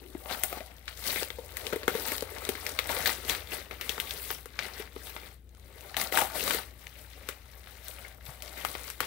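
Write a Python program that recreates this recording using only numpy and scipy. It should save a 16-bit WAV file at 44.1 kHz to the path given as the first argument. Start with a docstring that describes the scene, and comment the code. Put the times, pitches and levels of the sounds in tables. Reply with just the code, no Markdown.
"""Paper cone, peeled and crumpled

A cone of stiff paper sheets is peeled open by hand in a quiet furnished room, close to a pair of
microphone ports; the left port gets it louder and brighter. Clumped puffs of noise make the rustle, struck
resonators the snapping creases and booming panels, short noise bursts the ticks, uneven slips the rasps.
A hand bumps the cone once. Behind lie a diffuse room tail, air noise, mains hum and a wandering low tone."""
import sys
import numpy as np
from scipy import signal
from scipy.fft import rfft, irfft
from scipy.io import wavfile
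from scipy.ndimage import map_coordinates

SR = 44100
rng = np.random.default_rng(int(sys.argv[2]) if len(sys.argv) > 2 else 0)


def generate_wav(sig):
    """Save sig (samples, or channels by samples) to the path in sys.argv[1] as 16-bit PCM at SR."""
    pcm = np.round(np.clip(np.atleast_2d(sig).T, -1, 1) * 32767).astype(np.int16)
    wavfile.write(sys.argv[1], SR, pcm)


N = 399546  # length in samples

# Levels in the tables are drives ahead of the room and microphone; some sources add a fixed trim. Bursts of
# crumpling: [full strength at t/s, time to swell by 20 dB/s (at least .01), held/s (at least 0), rustle
# level/dB, treble level/dB re rustle: high when sheets slide]
CRUMPLE_BURSTS = [(0.31, 0.04, 0.024, -42.5, -2.5), (0.449, 0.43, 0.068, -55.5, 5.5),
                  (0.544, 0.12, 0.019, -49, -7), (0.888, 0.05, 0.029, -50, -11), (1.06, 0.11, 0.14, -41, 0),
                  (1.572, 0.27, 0.14, -50.5, -4.5), (1.741, 0.3, .001, -49.5, -7),
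                  (1.894, -0.09, 0.07, -43.5, -7), (2.007, 0.14, 0.13, -43.5, -1.5),
                  (2.492, 0.74, .001, -47.5, -9), (2.696, 0.13, 0.0023, -44.5, -7),
                  (2.8, -1, 0.061, -50, -8), (2.895, -0.1, 0.19, -39, -5),
                  (3.065, -0.1147, 0.00086, -32, -5), (3.305, 0.06, 0.0011, -32.5, -7.5),
                  (3.536, 0.07, .001, -37, -6), (3.715, -0.43, .001, -44.5, -14),
                  (3.82, -0.1, 0.039, -52, -7), (3.9, 0.18, 0.24, -47, -4), (4.319, 0.35, .001, -45, 0.5),
                  (4.646, 0.13, .001, -40, -11), (4.808, 0.3, 0.0011, -46.5, -9),
                  (5.074, 0.12, 0.0011, -51, 1.5), (5.272, 0.76, 0.0011, -51, -7),
                  (5.974, 0, 0.052, -39, -2), (6.124, -0.0067, 0.032, -38, -1.5),
                  (6.174, 0.0465, 0.0056, -31.5, -3), (6.356, 0.03, 0.15, -39, -1.5),
                  (6.544, 0.2, 0.0012, -34, -6), (7.304, 0.2, 0.001, -48, -11),
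                  (7.89, 0.1, 0.0047, -55.5, 5), (8.05, 0.68, 0.036, -51.5, -9),
                  (8.292, 0.08, 0.0011, -49.5, -4), (8.433, -0.43, 0.16, -52, -6),
                  (8.577, -0.05, 0.14, -48, -3), (9.03, 0.04, .04, -39, -13)]
FADE_DB_PER_S = 181  # how fast a burst dies when the hands let go
# The cone held between bursts: [t/s, faint rustle level/dB, lows level/dB re rustle]
HOLDING_GRIP = [(0.0, -63.5, 5.5), (0.67, -59, -6.5), (0.83, -63, -14), (1.46, -57, -5.5), (1.9, -58, -1.5),
                (3.0, -46.5, -6), (4.3, -71.5, -10), (5.15, -79, -9), (5.44, -74.5, -11),
                (5.74, -60.5, -4.5), (5.9, -52.5, -5), (6.1, -80, -3), (6.24, -60, 7.5), (6.31, -52, -5),
                (6.73, -63.5, -9.5), (7.0, -56.5, -10.5), (7.25, -62, -11), (7.8, -61, -12),
                (8.2, -63.5, -7.5), (8.88, -48, -8.5), (8.97, -56.5, -13)]
FAINT_TREBLE_DB = -5  # re the faint rustle
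# A grip firmer than this stiffens the panels: the lows grow less than the rustle
FIRM_DB, LOWS_PER_DB = -48, -0.2743
# Colour of the rustle: [f/Hz, relative level/dB]
PAPER_COLOUR = [(110, -14.5), (200, -8), (460, -5.5), (1000, -5.5), (2000, -8), (4500, -9), (6800, -12.5),
                (9500, -7.5), (14800, -7), (16500, -5)]
# Centres of the panel, crease and edge regions: [f/Hz]
REGION_HZ = [466, 2030, 9900]
# Resonance of the hollow of the cone: [t/s, f/Hz]
HOLLOW_PITCH = [(.2, 342), (.25, 773), (.7, 680), (1.1, 484), (2.3, 488), (2.5, 413), (2.9, 585),
                (3.1, 436), (5.85, 460), (5.96, 820), (6.12, 560), (6.2, 875), (6.33, 750), (6.38, 436),
                (8.65, 640), (8.8, 462)]
# Creases snapping: [t/s, 1.3 ms before the crack, level/dB, crease f/Hz,
# panel level/dB and treble level/dB re the crease, both before a trim]
CREASE_SNAPS = [(0.148, -37.5, 1180, 8, -26), (0.257, -29, 1170, -11, -30), (0.309, -30, 4160, 3, -17),
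                (0.434, -21.5, 3500, -10, 1), (0.526, -26, 1250, -4, -14), (0.568, -39.5, 1300, 5, -25),
                (0.604, -37, 2450, 1.5, -30.5), (0.878, -25, 2730, -38, -43.5),
                (1.158, -22.5, 2300, -10.5, -25), (1.222, -27, 2100, -3, -13.5),
                (1.302, -27.5, 2290, -12, -16.5), (1.384, -53, 2040, 20, -1), (1.568, -26.5, 2340, -40, -5),
                (1.666, -25, 3730, -13, -11), (1.725, -25, 1500, -1.5, -22.5), (1.73, -23, 1940, 0, -15.5),
                (1.758, -30, 2220, 2.5, -7.5), (1.831, -28, 2050, -7.5, -31), (1.878, -12, 1470, -6, -15.5),
                (1.949, -32, 2030, 9, -21), (2.118, -22.5, 2130, -10, -8), (2.222, -32, 2960, 6, -3),
                (2.489, -21.5, 3870, -2.5, -4), (2.551, -27, 2060, -12.5, -17.5),
                (2.664, -22.5, 3670, -22, -9.5), (2.788, -14, 2330, -22, -14.5),
                (2.891, -25.5, 2100, -5, -29), (2.965, -24, 2050, -11, -22), (3.057, -18, 2370, -39, -52),
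                (3.092, -24, 2070, -31, -25.5), (3.295, -16, 3840, -21, -19),
                (3.348, -22.5, 2260, -29, -14), (3.709, -29, 2180, -10.5, -19),
                (3.81, -22, 2820, -23, -10.5), (3.892, -18.5, 4000, -18.5, -9.5),
                (3.978, -24.5, 1390, -11, -24.5), (3.999, -21, 3400, -27, -8),
                (4.107, -24, 3460, -44.5, -13), (4.303, -20.5, 1470, -18, -27),
                (4.456, -34, 1340, -6.5, -9.5), (4.589, -17.5, 2400, -61.5, -64),
                (4.797, -38.5, 2000, 3, -18), (4.961, -32.5, 1350, -1, -33),
                (5.163, -24.5, 1380, -21.5, -37), (5.942, -26, 1710, -37, -32),
                (5.966, -19.5, 2670, -8.5, -8), (6.013, -22.5, 2170, -14, -4),
                (6.122, -28, 1900, -1.5, -10), (6.172, -14.5, 1680, -47, -9), (6.178, -31, 1310, -4, -13),
                (6.212, -21, 1250, -46, -8), (6.217, -22.5, 1030, -0.5, -15), (6.476, -20.5, 1280, -17, -9),
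                (6.506, -17, 2100, -30, -19), (6.545, -30, 2000, 0.5, -6), (7.287, -22, 1610, -12.5, -10),
                (7.671, -35.5, 1620, -31, -54), (8.421, -32.5, 3620, -33, -5),
                (8.648, -15.5, 1390, -44, -16), (8.75, -22.5, 1360, -12.5, -27), (8.9, -30, 1650, -35, -6),
                (9.003, -15, 1450, -19.5, -12.5)]
# Modes of a panel: [f as a multiple of the hollow's pitch, level/dB]
PANEL_MODES = [(1.001, 3.5), (1.9, -4)]
# Sheet edges flicking past each other, dry and short: [t/s, peak level/dB, f/Hz]
EDGE_TICKS = [(1.038, -34, 3000), (1.231, -14, 2250), (1.702, -31, 5000), (2.156, -28, 5210),
              (2.181, -15.5, 2780), (2.208, -17.5, 4500), (2.384, -24, 3500), (2.451, -19, 4300),
              (4.78, -30, 3300), (5.492, -44, 6000), (5.549, -41, 4500), (5.571, -42, 5000),
              (5.597, -39, 6000), (5.751, -45, 5000), (5.808, -29, 4000), (6.869, -23.5, 1500),
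              (7.883, -21, 10000), (7.964, -35, 1100), (8.254, -38, 3500), (8.794, -30, 1000)]
TICK_DECAY_S, TICK_OCTAVES = .0015, 0.98  # octaves to either side of the pitch
# A fold dragged over another sheet: [t/s, length/s, rms level/dB before the swell, f/Hz]
FOLD_SCRAPES = [(0.313, 0.033, -33, 4100), (1.09, 0.024, -33, 4100), (1.166, 0.026, -31, 2190),
                (2.891, 0.036, -30, 950), (8.044, 0.017, -43, 2100), (8.558, 0.056, -42, 2100)]
# A hand bumps the cone
THUD_S, THUD_DB, THUD_HZ, THUD_T60_S = 8.285, -38, 134, 0.063
# The cone moves across the ports: [t/s, delay of the right port/s]
RIGHT_PORT_LAG = [(2.2, .00008), (3.6, -.00002)]
ROOM_T60_S, ROOM_DB = 0.2, -10.5
# Likeness of left and right noise: [f/Hz, likeness 0 to 1]
PORT_LIKENESS = [(60, .95), (700, .6), (3000, .4), (7000, .1), (15000, 0)]
# Colour of the room air: [f/Hz, relative level/dB]
AIR_COLOUR = [(18, -31), (30, -12), (81, -1), (124, -14), (402, -22), (981, -58), (15800, -61)]
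AIR_DB = -54.5  # rms
# Mains hum: [f/Hz, rms level/dB]
MAINS_HUM = [(60.5, -50)]
# A low tone that comes and goes: [t/s, f/Hz, rms level/dB]
LOW_DRONE = [(0, 85, -83), (1.2, 85.9, -57), (2.9, 82.7, -50), (4.3, 86, -64)]
# Resonances and a dip of the microphone housing: [f/Hz, width/Hz, level/dB]
MIC_HOUSING = [(1020, 68, -7), (2082, 260, 5), (3850, 890, 3)]
# Difference between the ports: [f/Hz, left minus right level/dB]
PORT_DIFFERENCE = [(60, 6), (300, 8), (2400, 10.5), (4400, 14.5), (8500, 13), (14000, 9)]
CUTOFF_HZ = 15760


def handling():
    """Bursts swell, hold and fade; their powers add to the faint rustle of holding, also in the treble."""
    faint_db, lows_db = in_time(HOLDING_GRIP)
    t = np.arange(0, N, 64) / SR
    power = 0
    for full_s, swell_s, held_s, db, treble_db in CRUMPLE_BURSTS:
        rise_db = 20 * np.maximum(full_s - t, 0) / max(swell_s, .01)
        fade_db = FADE_DB_PER_S * np.maximum(t - full_s - max(held_s, 0), 0)
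        shape_db = db - rise_db - fade_db
        power = power + from_db([shape_db, shape_db + treble_db]) ** 2
    bursts = np.array([np.interp(np.arange(N) / SR, t, p) for p in power])
    faint = from_db([faint_db, faint_db + FAINT_TREBLE_DB]) ** 2
    level_db, treble_db = 10 * np.log10(bursts + faint)
    panel_db = lows_db + LOWS_PER_DB * (level_db - FIRM_DB)
    return level_db, panel_db, treble_db - level_db


def rustle(per_s, size_db, spread_oct, grain_s, slide_db, patchy_db):
    """Clumped tiny buckles each puff noise around a pitch of their own, over the hiss of sliding sheets."""
    level_db, panel_db, edge_db = handling()
    hollow_hz, = in_time(HOLLOW_PITCH)
    born = rng.random(N) < per_s * from_db(2.5 * drift(20)) / SR
    sizes = from_db(size_db * np.minimum(rng.exponential(1, N), 2.2))[born]
    pitches_hz = (200 * 80 ** rng.random(N))[born]
    slide = from_db(slide_db + drift(8))

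    def envelope(hz):
        """A band hears the buckles pitched near it; low ones last longer."""
        near = np.zeros(N)
        near[born] = sizes * np.exp(-(np.log2(pitches_hz / hz) / spread_oct) ** 2)
        decay = np.exp(-1 / ((grain_s + 2 / hz) * SR))
        grains = signal.lfilter([1], [1, -decay], near + 1e-18)
        return rms_one(rms_one(grains) + slide)

    def shares(hz):
        """How much a band belongs to the panel, crease and edge regions."""
        return np.array([np.interp(np.log(hz), np.log(REGION_HZ), row) for row in np.eye(3)])

    def band_db(hz):
        """The handling colour blends between the regions; every band also flickers by itself."""
        panel, _, edge = shares(hz)
        lows_db = panel * min(hz / 300, 1) ** 2 * panel_db / 2
        # the hollow sings more as the lows grow
        hollow_db = np.maximum(11 + panel_db / 2, 0) / (1 + (np.log2(hz / hollow_hz) / .35) ** 2)
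        return level_db + lows_db + hollow_db + edge * edge_db + patchy_db * drift(33.0)

    return from_db(17) * banded(PAPER_COLOUR, envelope, band_db, 1 / 3)


def snaps(crack_s, crease_cycles, panel_cycles):
    """A crack of a few ms rings the crease; the panel behind swells and booms at the hollow's pitch."""
    length = 4096
    out = np.zeros((2, N + length))
    t = np.arange(length) / SR
    bright = signal.butter(2, 5500, "high", fs=SR, output="sos")
    small = signal.butter(3, 230, "high", fs=SR, output="sos")  # a small panel radiates no bass
    crack = np.minimum(t / 0.0005, 1) * np.exp(-t / crack_s)
    burst = crack + 0.29 * np.exp(-t / 0.01)  # the fold keeps crackling faintly
    flap = 0.9 * np.exp(-t / 0.0066)  # and shakes the panel unevenly
    noise = rng.standard_normal((len(CREASE_SNAPS), 3, length))
    for (s, snap_db, crease_hz, panel_db, treble_db), (shared, *own) in zip(CREASE_SNAPS, noise):
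        own = np.array(own)
        both = shared + own
        body = signal.butter(2, [crease_hz / 2.43, crease_hz * 1.87], "band", fs=SR, output="sos")
        tone = ring(crack * both, crease_hz, crease_cycles / crease_hz)
        crease = 1.1 * tone / np.abs(tone).max() + 1.8 * signal.sosfilt(body, burst * both)
        treble = signal.sosfilt(bright, burst * own)

        panel_hz = np.interp(s, *np.transpose(HOLLOW_PITCH))
        shake = ring(crack * np.abs(shared) + flap * shared, 1.4 * panel_hz, 1.5 / panel_hz)
        panel = sum(from_db(db) * ring(shake, k * panel_hz, panel_cycles / k / panel_hz)
                    for k, db in PANEL_MODES)
        panel = signal.sosfilt(small, panel)
        panel = panel / np.abs(panel).max()

        sound = crease + from_db(treble_db + 13.5) * treble + from_db(panel_db + 6.0) * panel
        at = round((s + 0.0013) * SR)  # the crack begins 1.3 ms after the table's time
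        out[:, at:at + length] += from_db(snap_db) * sound
    return out[:, :N]


def ticks():
    """A flicked sheet edge gives a puff of noise of a millisecond or so around its pitch."""
    length = 1024
    out = np.zeros((2, N + length))
    decay = np.exp(-np.arange(length) / SR / TICK_DECAY_S)
    noise = rng.standard_normal((len(EDGE_TICKS), 3, length))
    for (s, peak_db, hz), (shared, *own) in zip(EDGE_TICKS, noise):
        edges_hz = [hz / 2 ** TICK_OCTAVES, min(hz * 2 ** TICK_OCTAVES, SR / 2.2)]
        band = signal.butter(1, edges_hz, "band", fs=SR, output="sos")
        puff = signal.sosfilt(band, decay * (shared + np.array(own)))
        at = round(s * SR)
        out[:, at:at + length] += from_db(peak_db) * puff / np.abs(puff).max()
    return out[:, :N]


def scrapes(slips_per_s, cycles):
    """Uneven slips of a dragged fold ring it for a few cycles under a swell."""
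    length = 4096
    out = np.zeros((2, N))
    chances = rng.random((len(FOLD_SCRAPES), 3, length))
    for (s, long_s, db, hz), (when, *push) in zip(FOLD_SCRAPES, chances):
        swell = np.sin(np.pi * np.clip(np.arange(length) / SR / long_s, 0, 1))
        slips = (when < slips_per_s / SR) * (np.array(push) - .5) + 1e-18
        rasp = rms_one(ring(slips, hz, cycles / hz))
        at = round(s * SR)
        out[:, at:at + length] += from_db(db) * swell * rasp
    return out


def thud():
    """A soft push rings the whole cone low and briefly."""
    push = np.zeros(N)
    soft = np.hanning(round(SR / THUD_HZ / 2))
    push[round(THUD_S * SR):][:len(soft)] = from_db(THUD_DB) * 2 * soft / soft.sum()
    return ring(push + 1e-18, THUD_HZ, THUD_T60_S)


def room(x):
    """A diffuse tail, different at each port, sets in after the first walls answer."""
    t = np.arange(SR // 2) / SR
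    tail = rng.standard_normal((2, len(t))) * from_db(-60 * t / ROOM_T60_S) * (t > .005)
    tail = rms_one(tail) / np.sqrt(len(t))
    return from_db(ROOM_DB) * signal.fftconvolve(x, tail, axes=1)[:, :N]


def background():
    """Room air is shaped noise; mains hum and a wandering low tone are sines."""
    air = rms_one(banded(AIR_COLOUR, lambda hz: 1, lambda hz: 1.5 * drift(1.5), 1 / 2))
    t = np.arange(N) / SR
    hum = sum(from_db(db + 0.43 * drift(6.3)) * np.sqrt(2) * np.sin(2 * np.pi * hz * t)
              for hz, db in MAINS_HUM)
    drone_hz, drone_db = in_time(LOW_DRONE)
    drone = from_db(drone_db) * np.sqrt(2) * np.sin(2 * np.pi * np.cumsum(drone_hz) / SR)
    return from_db(AIR_DB) * air + hum + drone


def banded(spectrum, envelope, band_db, octaves):
    """Stereo noise is split in bands, each with its envelope, level, extra gain and likeness."""
    out = 0
    edges_hz = 30 * 2 ** np.arange(0, 9.4, octaves)
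    white = rng.standard_normal((2, 2, N))  # neighbouring bands take turns
    for k, (low, high) in enumerate(zip(edges_hz, edges_hz[1:])):
        hz = np.sqrt(low * high)
        band = signal.butter(2, [low, high], "band", fs=SR, output="sos")
        mid, side = signal.sosfilt(band, white[k % 2] * envelope(hz))
        alike = np.clip(at_hz(PORT_LIKENESS, hz), -1, 1)
        gain = from_db(at_hz(spectrum, hz) + band_db(hz))
        stereo = np.sqrt(1 + alike) * mid + np.sqrt(1 - alike) * side * [[1], [-1]]
        out = out + gain * stereo
    return out


def ring(push, hz, t60):
    """A two-pole resonator: a unit click sets a sine ringing from height 1, down 60 dB after t60."""
    r, w = from_db(-60 / (t60 * SR)), 2 * np.pi * hz / SR
    return signal.lfilter([0, np.sin(w)], [1, -2 * r * np.cos(w), r * r], push)


def drift(rate_hz):
    """Slow chance of spread 1: noise low-passed around rate_hz, computed every 40 samples."""
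    r = np.exp(-80 * np.pi * rate_hz / SR)
    noise = rng.standard_normal(N // 40 + 1002)
    slow = signal.lfilter([1], [1, -2 * r, r * r], noise)[1000:]  # skip the settling
    return np.interp(np.arange(N) / 40, np.arange(len(slow)), rms_one(slow))


def from_db(db):
    """Amplitude of a level in dB."""
    return 10 ** (np.asarray(db) / 20)


def rms_one(x):
    """Scale to an rms of 1 over all channels."""
    return x / np.sqrt(np.mean(x ** 2) + 1e-20)


def in_time(rows):
    """Spread the columns of a table over all samples."""
    s, *columns = np.transpose(rows)
    return [np.interp(np.arange(N) / SR, s, c) for c in columns]


def at_hz(points, hz):
    """Read a curve along log frequency."""
    curve_hz, values = np.array(points).T
    return np.interp(np.log(hz), np.log(curve_hz), values)


def scene():
    """Paper moves across the ports in the room, over the background."""
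    paper = rustle(per_s=500, size_db=6.0, spread_oct=0.71, grain_s=.0007, slide_db=4.5, patchy_db=2.0)
    paper = paper + snaps(crack_s=.001, crease_cycles=12.0, panel_cycles=11.0)
    paper = paper + ticks() + thud() + scrapes(slips_per_s=2700, cycles=11.0)
    lag_s, = in_time(RIGHT_PORT_LAG)
    right = map_coordinates(paper[1], [np.arange(N) - lag_s * SR], order=5)
    paper = np.array([paper[0], right])
    return paper + room(paper) + background()


def record(dry):
    """The housing colours both ports; the right one is shadowed; the top is cut."""
    hz = np.maximum(np.arange(N // 2 + 1) * SR / N, 1)
    housing = from_db(sum(db / (1 + (2 * (hz - mid_hz) / width) ** 2)
                          for mid_hz, width, db in MIC_HOUSING))
    housing = housing / np.sqrt(1 + (40 / hz) ** 6)  # the deepest bass is lost
    shadow = from_db(-at_hz(PORT_DIFFERENCE, hz))
    ports = irfft(rfft(dry) * [housing, housing * shadow], N)
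    top_cut = signal.ellip(12, .5, 62, CUTOFF_HZ, fs=SR, output="sos")
    return signal.sosfilt(top_cut, ports)


dry = scene()
out = record(dry)
generate_wav(out)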